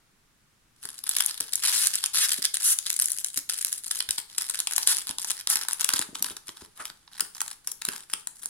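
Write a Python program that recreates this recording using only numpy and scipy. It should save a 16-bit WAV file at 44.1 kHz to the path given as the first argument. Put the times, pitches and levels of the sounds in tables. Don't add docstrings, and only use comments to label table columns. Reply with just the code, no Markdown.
import sys
import numpy as np
from scipy import signal
from scipy.fft import rfft, irfft, next_fast_len
from scipy.io import wavfile

SR = 44100
rng = np.random.default_rng(int(sys.argv[2]) if len(sys.argv) > 2 else 0)


def store_wav(level_fs):
    pcm = np.round(np.clip(np.atleast_2d(level_fs), -1, 1) * 32767)
    wavfile.write(sys.argv[1], SR, pcm.T.astype(np.int16))


N = 374409
TIME = np.arange(N) / SR


def from_db(db):
    return 10 ** (np.asarray(db) / 20)


def unit(x):
    return x / np.sqrt(np.sum(x ** 2) / 2 + 1e-20)


def at_hz(points, hz):
    points = np.array(points)
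    return np.interp(np.log(hz + 1e-9), np.log(points[:, 0]), points[:, 1])


def at_time(rows, s):
    times, *columns = np.transpose(rows)
    return [np.interp(s, times, c) for c in columns]


def add(out, s, sound):
    i = int(np.clip(s * SR, 0, N))
    out[:, i:i + sound.shape[1]] += sound[:, :N - i]


def noise(spectrum, likeness, size):
    hz = np.fft.rfftfreq(size, 1 / SR)
    alike = np.clip(at_hz(likeness, hz), -1, 1)
    mid, side = rfft(rng.standard_normal((2, size))) * from_db(at_hz(spectrum, hz))
    stereo = np.sqrt(1 + alike) * mid + np.sqrt(1 - alike) * side * [[1], [-1]]
    return unit(irfft(stereo, size)) * np.sqrt(size)


def effort(t, length, attack_s, release_s):
    return np.clip(t / attack_s, 0, 1) * np.clip(1 - (t - length) / release_s, 0, 1)


# f/Hz, relative density/dB per Hz
HUSH_SPECTRUM = [(25, -4.5), (60, -11), (140, -8.5), (250, -13), (600, -23), (1300, -17.5), (2600, -22),
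                 (10000, -25.5), (16000, -35)]
# f/Hz, likeness (0-1)
DIFFUSE_LIKENESS = [(100, 0.76), (1000, 0.24), (6000, 0.055)]
HUSH_DB = -65


def hush():
    return from_db(HUSH_DB) * noise(HUSH_SPECTRUM, DIFFUSE_LIKENESS, size=next_fast_len(N))[:, :N]


# f/Hz, level/dB
ECHO_SPECTRUM = [(100, -16), (450, 0), (1500, -5.5), (4000, -9.5), (10000, -11.5), (16000, -10.5)]
ROOM_T60_S = 0.32


def room(x, first_s=0.00087, build_s=0.0051):
    t = TIME[:SR // 2]
    build_up = np.clip((t - first_s) / build_s, 0, 1)
    tail = unit(rng.standard_normal((2, len(t))) * from_db(-60 * t / ROOM_T60_S) * build_up)
    colour = from_db(at_hz(ECHO_SPECTRUM, np.fft.rfftfreq(len(t), 1 / SR)))
    tail = irfft(rfft(tail) * colour, len(t))
    return x + signal.oaconvolve(x, tail, axes=1)[:, :N]


# f/Hz, width/Hz, left level/dB, right level/dB
PORT_RESONANCES = [(1960, 330, -2, 2), (4100, 3000, -1.5, 2), (5830, 330, -1.5, -0.5),
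                   (10020, 1980, 6, 5.5), (11900, 3500, -.5, 4)]


def ports(x):
    left, right = x
    for hz, width_hz, left_db, right_db in PORT_RESONANCES:
        b, a = signal.iirpeak(hz, hz / width_hz, fs=SR)
        left = left + (from_db(left_db) - 1) * signal.lfilter(b, a, left)
        right = right + (from_db(right_db) - 1) * signal.lfilter(b, a, right)
    return np.array([left, right])


# t/s, left minus right level/dB, right ear's delay/ms
PACK_POSITION = [(5.7, 1.5, .1), (6.1, 1.3, .035)]


def placed(x):
    left_db, delay_ms = at_time(PACK_POSITION, TIME)
    delay = np.round(delay_ms * SR / 1000).astype(int)
    earlier = np.clip(np.arange(N) - delay, 0, N - 1)
    return np.array([x[0] * from_db(left_db / 2), x[1, earlier] * from_db(-left_db / 2)])


# t/s, relative knock level/dB, relative thud level/dB
CARD_BUMPS = [(.848, -51, -62), (1.409, -48.5, -77), (2.385, -47.5, -74), (3.37, -47, -74),
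              (4.086, -54, -50), (4.18, -54.5, -68), (5.098, -48.5, -54.5), (5.936, -46, -52),
              (5.993, -42.5, -62), (6.088, -48, -64), (6.128, -51.5, -68), (6.307, -48.5, -58),
              (6.487, -50.5, -62), (6.62, -51.5, -53.5), (6.898, -57, -77), (7.222, -52.5, -68),
              (7.881, -41, -60), (8.134, -54, -74)]
# median f/Hz, relative level/dB, t60/s
STACK_MODES = [(160, -3.5, 0.046), (229, -1, 0.046), (301.5, 1, 0.041), (400, -2.5, 0.041),
               (605, -5.5, 0.027)]


def bumps(knock_db=9.5, thud_db=10.5, thud_hz=75, thud_t60=0.073):
    out, t = np.zeros((2, N)), TIME[:SR // 5]
    soft_contact = 1 - np.exp(-t / .003)
    for s, knock, thud in CARD_BUMPS:
        bump = from_db(thud + thud_db - 60 * t / thud_t60) * np.sin(2 * np.pi * thud_hz * t)
        for hz, level, t60 in STACK_MODES:
            held_hz = hz * np.exp(.08 * rng.standard_normal())
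            fading = from_db(knock + knock_db + level - 60 * t / t60)
            bump += fading * np.sin(2 * np.pi * (held_hz * t + rng.random()))
        add(out, s, np.array([bump, bump]) * soft_contact)
    return out


# middle t/s, half length to 1/e /s,
# relative scrape level/dB, relative low rub level/dB
FINGER_SLIDES = [(0.897, .05, -57, -65.5), (6.253, .09, -59, -53.5), (6.806, 0.025, -41, -70),
                 (7.936, 0.048, -54, -59.5)]
# f/Hz, relative density/dB per Hz
SCRAPE_SPECTRUM = [(400, -19), (700, -10.5), (1250, -1), (2000, -11), (5000, -22), (10000, -14),
                   (16000, -45)]
# f/Hz, relative density/dB per Hz
RUB_SPECTRUM = [(80, -22), (170, -1), (290, 0), (400, -13), (1500, -30), (4000, -55)]
# f/Hz, likeness (0-1)
SLIDE_LIKENESS = [(200, 1), (5000, 0.5)]


def slides():
    out, size = np.zeros((2, N)), next_fast_len(N)
    scrape = noise(SCRAPE_SPECTRUM, SLIDE_LIKENESS, size=size)[:, :N]
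    rub = noise(RUB_SPECTRUM, SLIDE_LIKENESS, size=size)[:, :N]
    catches = np.arange(0, TIME[-1], .014)
    judder = from_db(np.interp(TIME, catches, 6 * rng.standard_normal(len(catches))) - 3)
    for s, half, scrape_db, rub_db in FINGER_SLIDES:
        stroke = judder * np.exp(-((TIME - s) / half) ** 2)
        out += stroke * (from_db(scrape_db) * scrape + from_db(rub_db) * rub)
    return out


# t/s, relative level of the hollow/dB
HOLLOW_LEVEL = [(1.0, 0.5), (2.5, -31.5), (4.1, -1), (4.9, -3.5), (5.8, 9), (6.5, 11), (8.3, 10)]


def cards(foil, jolt_db=-22.5, loosening=0.27):
    stack = signal.butter(2, [230, 600], "band", fs=SR, output="sos")
    freedom = from_db(jolt_db + loosening * at_time(HOLLOW_LEVEL, TIME)[0])
    return freedom * signal.sosfilt(stack, np.abs(foil).mean(axis=0))


def pocket(foil, pocket_hz=930, width_hz=380, pocket_db=5.0):
    b, a = signal.iirpeak(pocket_hz, pocket_hz / width_hz, fs=SR)
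    return from_db(at_time(HOLLOW_LEVEL, TIME)[0] + pocket_db) * signal.lfilter(b, a, foil.mean(axis=0))


RING = 256
LIGHT_SHEET = signal.butter(3, 1100, "high", fs=SR)


def facet(spectrum, t60, apart, left_db, count, colour_db=5.0):
    t = np.arange(RING) / SR
    place = (np.arange(count) + rng.random(count)) / count
    hz = spectrum[0][0] + (spectrum[-1][0] - spectrum[0][0]) * place
    life = t60 * from_db(3 * rng.standard_normal())
    fading = (from_db(-60 * t / life) + .16 * (1 - t / t[-1]) ** 2) * (1 - np.exp(-t / .00012))
    modes = fading * np.sin(2 * np.pi * (hz[:, None] * t + rng.random((count, 1))))
    shape_db = colour_db * np.cos(2 * np.pi * (rng.uniform(1, 2.06) * place + rng.random()))
    strength = rng.standard_normal(count) + apart * rng.standard_normal((2, count))
    strength = strength * from_db(at_hz(spectrum, hz) + shape_db)
    side_db = (left_db + 1.6 * rng.standard_normal()) * np.array([[1], [-1]])
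    return unit(signal.lfilter(*LIGHT_SHEET, strength @ modes) * from_db(side_db))


# f/Hz, relative level/dB
TREBLE_SPECTRUM = [(5500, -2), (8000, 0.5), (10500, 0.5), (12500, -9), (16000, -15.5)]


def small_facet():
    return facet(TREBLE_SPECTRUM, t60=.003, apart=1.0, left_db=2.4, count=48)


# f/Hz, relative level/dB
BODY_SPECTRUM = [(800, 4.5), (1000, -18), (1600, 1), (2400, -8), (3300, 4), (5500, 7.5)]


def large_facet():
    return facet(BODY_SPECTRUM, t60=.005, apart=.5, left_db=0, count=32)


# start t/s, length/s, relative treble level/dB,
# body level relative to the treble/dB
FOIL_SQUEEZES = [(0.81, 0.18, -46.5, -5.5), (1.053, 0.23, -39, -2.5), (1.162, 0.086, -30, -6.5),
                 (1.322, 0.16, -45, -1), (1.499, 0.11, -39, -4.5), (1.895, 0.16, -35.5, -2),
                 (2.27, 0.11, -31, -5), (2.416, 0.029, -29.5, -1.5), (2.533, 0.099, -30.5, -6),
                 (2.793, 0.068, -35, -0.5), (2.885, 0.21, -33.5, -11), (3.113, 0.17, -35.5, -10),
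                 (3.328, 0.046, -33, -10), (3.487, 0.062, -32, -6), (3.568, 0.11, -29, -9),
                 (3.675, 0.11, -41.5, -10.5), (3.826, 0.19, -36.5, -8), (4.085, 0.11, -40, -10),
                 (4.284, 0.16, -53, 1), (4.357, 0.26, -41, -4), (4.66, 0.17, -39, -6),
                 (4.931, 0.072, -33.5, -5), (5.046, 0.056, -34, -3.5), (5.176, 0.15, -38, -8),
                 (5.348, 0.055, -43.5, -1.5), (5.541, 0.086, -35, -2), (5.677, 0.056, -39, -4),
                 (5.78, 0.24, -36, -4), (6.134, 0.054, -41.5, -9.5), (6.241, 0.07, -40, -4.5),
                 (6.457, 0.044, -45, -10), (6.551, 0.091, -51.5, -3), (6.75, 0.13, -51.5, -8),
                 (7.113, 0.13, -56, 0.5), (7.167, 0.041, -41.5, -6), (7.332, 0.19, -49, -7.5),
                 (7.642, 0.055, -46, -9), (7.834, 0.19, -46, -7.5), (8.088, 0.11, -51, -9),
                 (8.348, 0.14, -48.5, -16)]
SQUEEZE_ATTACK_S, SQUEEZE_RELEASE_S = .015, .027
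FIRST_TOUCH_S, STIR_DB = .76, -66.5
BUCKLE_DB = -53.5


def squeezing(t):
    start, length, level, body = np.transpose(FOIL_SQUEEZES)
    grip = effort(t[:, None] - start, length, SQUEEZE_ATTACK_S, SQUEEZE_RELEASE_S)
    stir = from_db(STIR_DB) * (t > FIRST_TOUCH_S)
    treble_grip = (grip * from_db(level)).max(axis=1)
    body_grip = (grip * from_db(level + body)).max(axis=1)
    return treble_grip + stir, body_grip + stir


def rustle(treble_db=-6.5, body_db=-7.5, grain_db=3.5):
    t, size = TIME[::SR // 300], next_fast_len(N)
    treble, body = squeezing(t)
    sliding = from_db(grain_db * rng.standard_normal(len(t))) / np.hypot(1, treble / from_db(BUCKLE_DB))
    layers = [(TREBLE_SPECTRUM, treble * from_db(treble_db)), (BODY_SPECTRUM, body * from_db(body_db))]
    out = 0
    for spectrum, strength in layers:
        edges_hz = [max(spectrum[0][0], 1100), spectrum[-1][0]]
        band = signal.butter(3, edges_hz, "band", fs=SR, output="sos")
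        hiss = signal.sosfilt(band, noise(spectrum, DIFFUSE_LIKENESS, size=size)[:, :N])
        out = out + np.interp(TIME, t, sliding * strength) * unit(hiss) * np.sqrt(N)
    return out


def crackle(per_s=300, scatter_db=6.5, clump_db=4.0, treble_db=-5.5, body_db=-3.5, count=120):
    out = np.zeros((2, N))
    small = [small_facet() for _ in range(count)]
    large = [large_facet() for _ in range(count)]
    chance = rng.random(N)
    size_db = scatter_db * np.minimum(rng.standard_normal(N), 2)
    dealt = rng.integers(0, count, (2, N))
    clumps = TIME[::SR // 45]
    swell = np.minimum(rng.standard_normal(len(clumps)), 1)
    size_db = size_db + clump_db * np.interp(TIME, clumps, swell)
    born = np.flatnonzero(chance < per_s / SR)
    for i, treble, body in zip(born, *squeezing(TIME[born])):
        buckling = treble / np.hypot(treble, from_db(BUCKLE_DB))
        pop = treble * from_db(treble_db) * small[dealt[0, i]]
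        pop = pop + body * from_db(body_db) * large[dealt[1, i]]
        add(out, TIME[i], buckling * pop * from_db(size_db[i]) * np.sqrt(SR / per_s))
    return out


# start t/s, length/s, nominal slip rate/Hz, unevenness (0-1),
# relative treble level/dB, relative body level re treble/dB
SEAM_PULLS = [(1.616, .08, 384, .6, -23.5, -3), (1.701, 0.17, 492, 0.48, -23.5, -6),
              (2.129, 0.057, 440, 0.48, -22.5, -3.5), (2.19, 0.062, 480, .14, -21.5, -4.5),
              (2.626, .103, 1400, .2, -20, -13), (4.859, 0.066, 1160, 0.44, -21.5, -6),
              (5.483, 0.051, 650, 0.27, -23, -8)]
PULL_ATTACK_S, PULL_RELEASE_S = .022, .02
PULL_SLOWING = .3


def peeling(treble_db=-4.0, body_db=-1.5, scatter_db=1.5):
    out = np.zeros((2, N))
    for start, length, per_s, uneven, level, body in SEAM_PULLS:
        t, small, large = 0, small_facet(), large_facet()
        fresh = np.clip(.3 + .7 * uneven, 0, 1)
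        while t < length + PULL_RELEASE_S:
            pull = effort(t, length, PULL_ATTACK_S, PULL_RELEASE_S)
            small = unit((1 - fresh) * small + fresh * small_facet())
            large = unit((1 - fresh) * large + fresh * large_facet())
            slip = from_db(treble_db) * small + from_db(body + body_db) * large
            strength = from_db(level + scatter_db * uneven * rng.standard_normal())
            add(out, start + t, pull * slip * np.sqrt(SR / per_s) * strength)
            rate = max(per_s * (1 - PULL_SLOWING * (1 - pull)), 20)
            t += np.exp(uneven * rng.standard_normal()) / rate
    return out


# t/s, relative treble level/dB, relative body level re treble/dB
SNAPS_AND_TICK = [(0.854, -33.5, -5), (1.0395, -30.5, -6), (1.0924, -19, -15), (1.1669, -20, -6),
                  (1.2059, -17, -4), (1.2622, -18.5, -34), (1.3108, -32.5, 1.5), (1.4068, -20.5, -9.5),
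                  (1.5349, -22.5, -6), (1.5556, -19.5, -18), (1.8703, -14, -12.5), (1.955, -20.5, -10),
                  (2.04, -22.5, -1.5), (2.0601, -20, -9), (2.3185, -22.5, -3.5), (2.4521, -21, 0),
                  (2.5428, -23, -9), (2.7878, -20, -8.5), (2.9025, -19.5, -6.5), (3.0224, -19.5, -12.5),
                  (3.0576, -19, -27), (3.1187, -22, -25), (3.2458, -20.5, -14), (3.3746, -20.5, -8.5),
                  (3.4966, -24, -3.5), (3.7283, -22.5, -11), (3.9121, -21.5, -5), (4.0047, -25.5, 1.5),
                  (4.0902, -27, 0.5), (4.1085, -20, -6.5), (4.1826, -25.5, -1.5), (4.382, -19, -9.5),
                  (4.4977, -22, -11), (4.5904, -26.5, -5), (4.6022, -20.5, -10.5), (4.672, -23, -3.5),
                  (4.7631, -19, -15), (4.7806, -18.5, -6), (4.8304, -25.5, -6.5), (4.874, -13.5, -7.5),
                  (5.1845, -27, -5), (5.3056, -21.5, -8), (5.4727, -23, -2.5), (5.5006, -19, -24.5),
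                  (5.6858, -23.5, -7.5), (5.732, -21.5, -28), (5.8099, -19.5, -17), (5.8456, -17, -10.5),
                  (5.8908, -21.5, -4), (5.937, -17, -5.5), (5.9923, -20, -10.5), (6.155, -31.5, -2),
                  (6.225, -19, -16), (6.2442, -26.5, -5.5), (6.3671, -35, -6.5), (6.4911, -41.5, 3.5),
                  (6.8545, -32.5, -6), (6.9, -42.5, 1), (7.0777, -69, 19), (7.2063, -18.5, -9.5),
                  (7.4056, -25, -10), (7.4161, -22.5, -14.5), (7.4798, -33, -10.5), (7.6744, -24.5, -21),
                  (7.7174, -27, -23), (7.8199, -31, -4.5), (7.8518, -23.5, -11), (7.8871, -24, -6),
                  (8.1361, -21.5, -6), (8.2723, -26.5, -14.5), (8.4581, -27.5, -18)]


def snaps_and_tick(treble_db=-2.0, body_db=1.0, neighbour_db=-9.5, neighbour_s=0.0017, count=3):
    out = np.zeros((2, N))
    window = np.sqrt(.003 * SR)
    for s, level, body in SNAPS_AND_TICK:
        slips = [(0, .0047)]
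        for _ in range(count):
            slips.append((neighbour_s * rng.normal(0, 1), rng.normal(neighbour_db, 2)))
        for delay, slip_db in slips:
            crack = from_db(treble_db) * small_facet() + from_db(body + body_db) * large_facet()
            add(out, s + delay, window * from_db(level + slip_db) * crack)
    return out


def scene():
    foil = snaps_and_tick() + crackle() + peeling() + rustle()
    pack = placed(foil + pocket(foil) + cards(foil) + bumps() + slides())
    return ports(room(pack)) + hush()


def record(dry):
    top_cut = signal.ellip(10, .2, 70, 16000, fs=SR, output="sos")
    return signal.sosfilt(top_cut, np.clip(dry, -1, 1))


dry = scene()
out = record(dry)
store_wav(out)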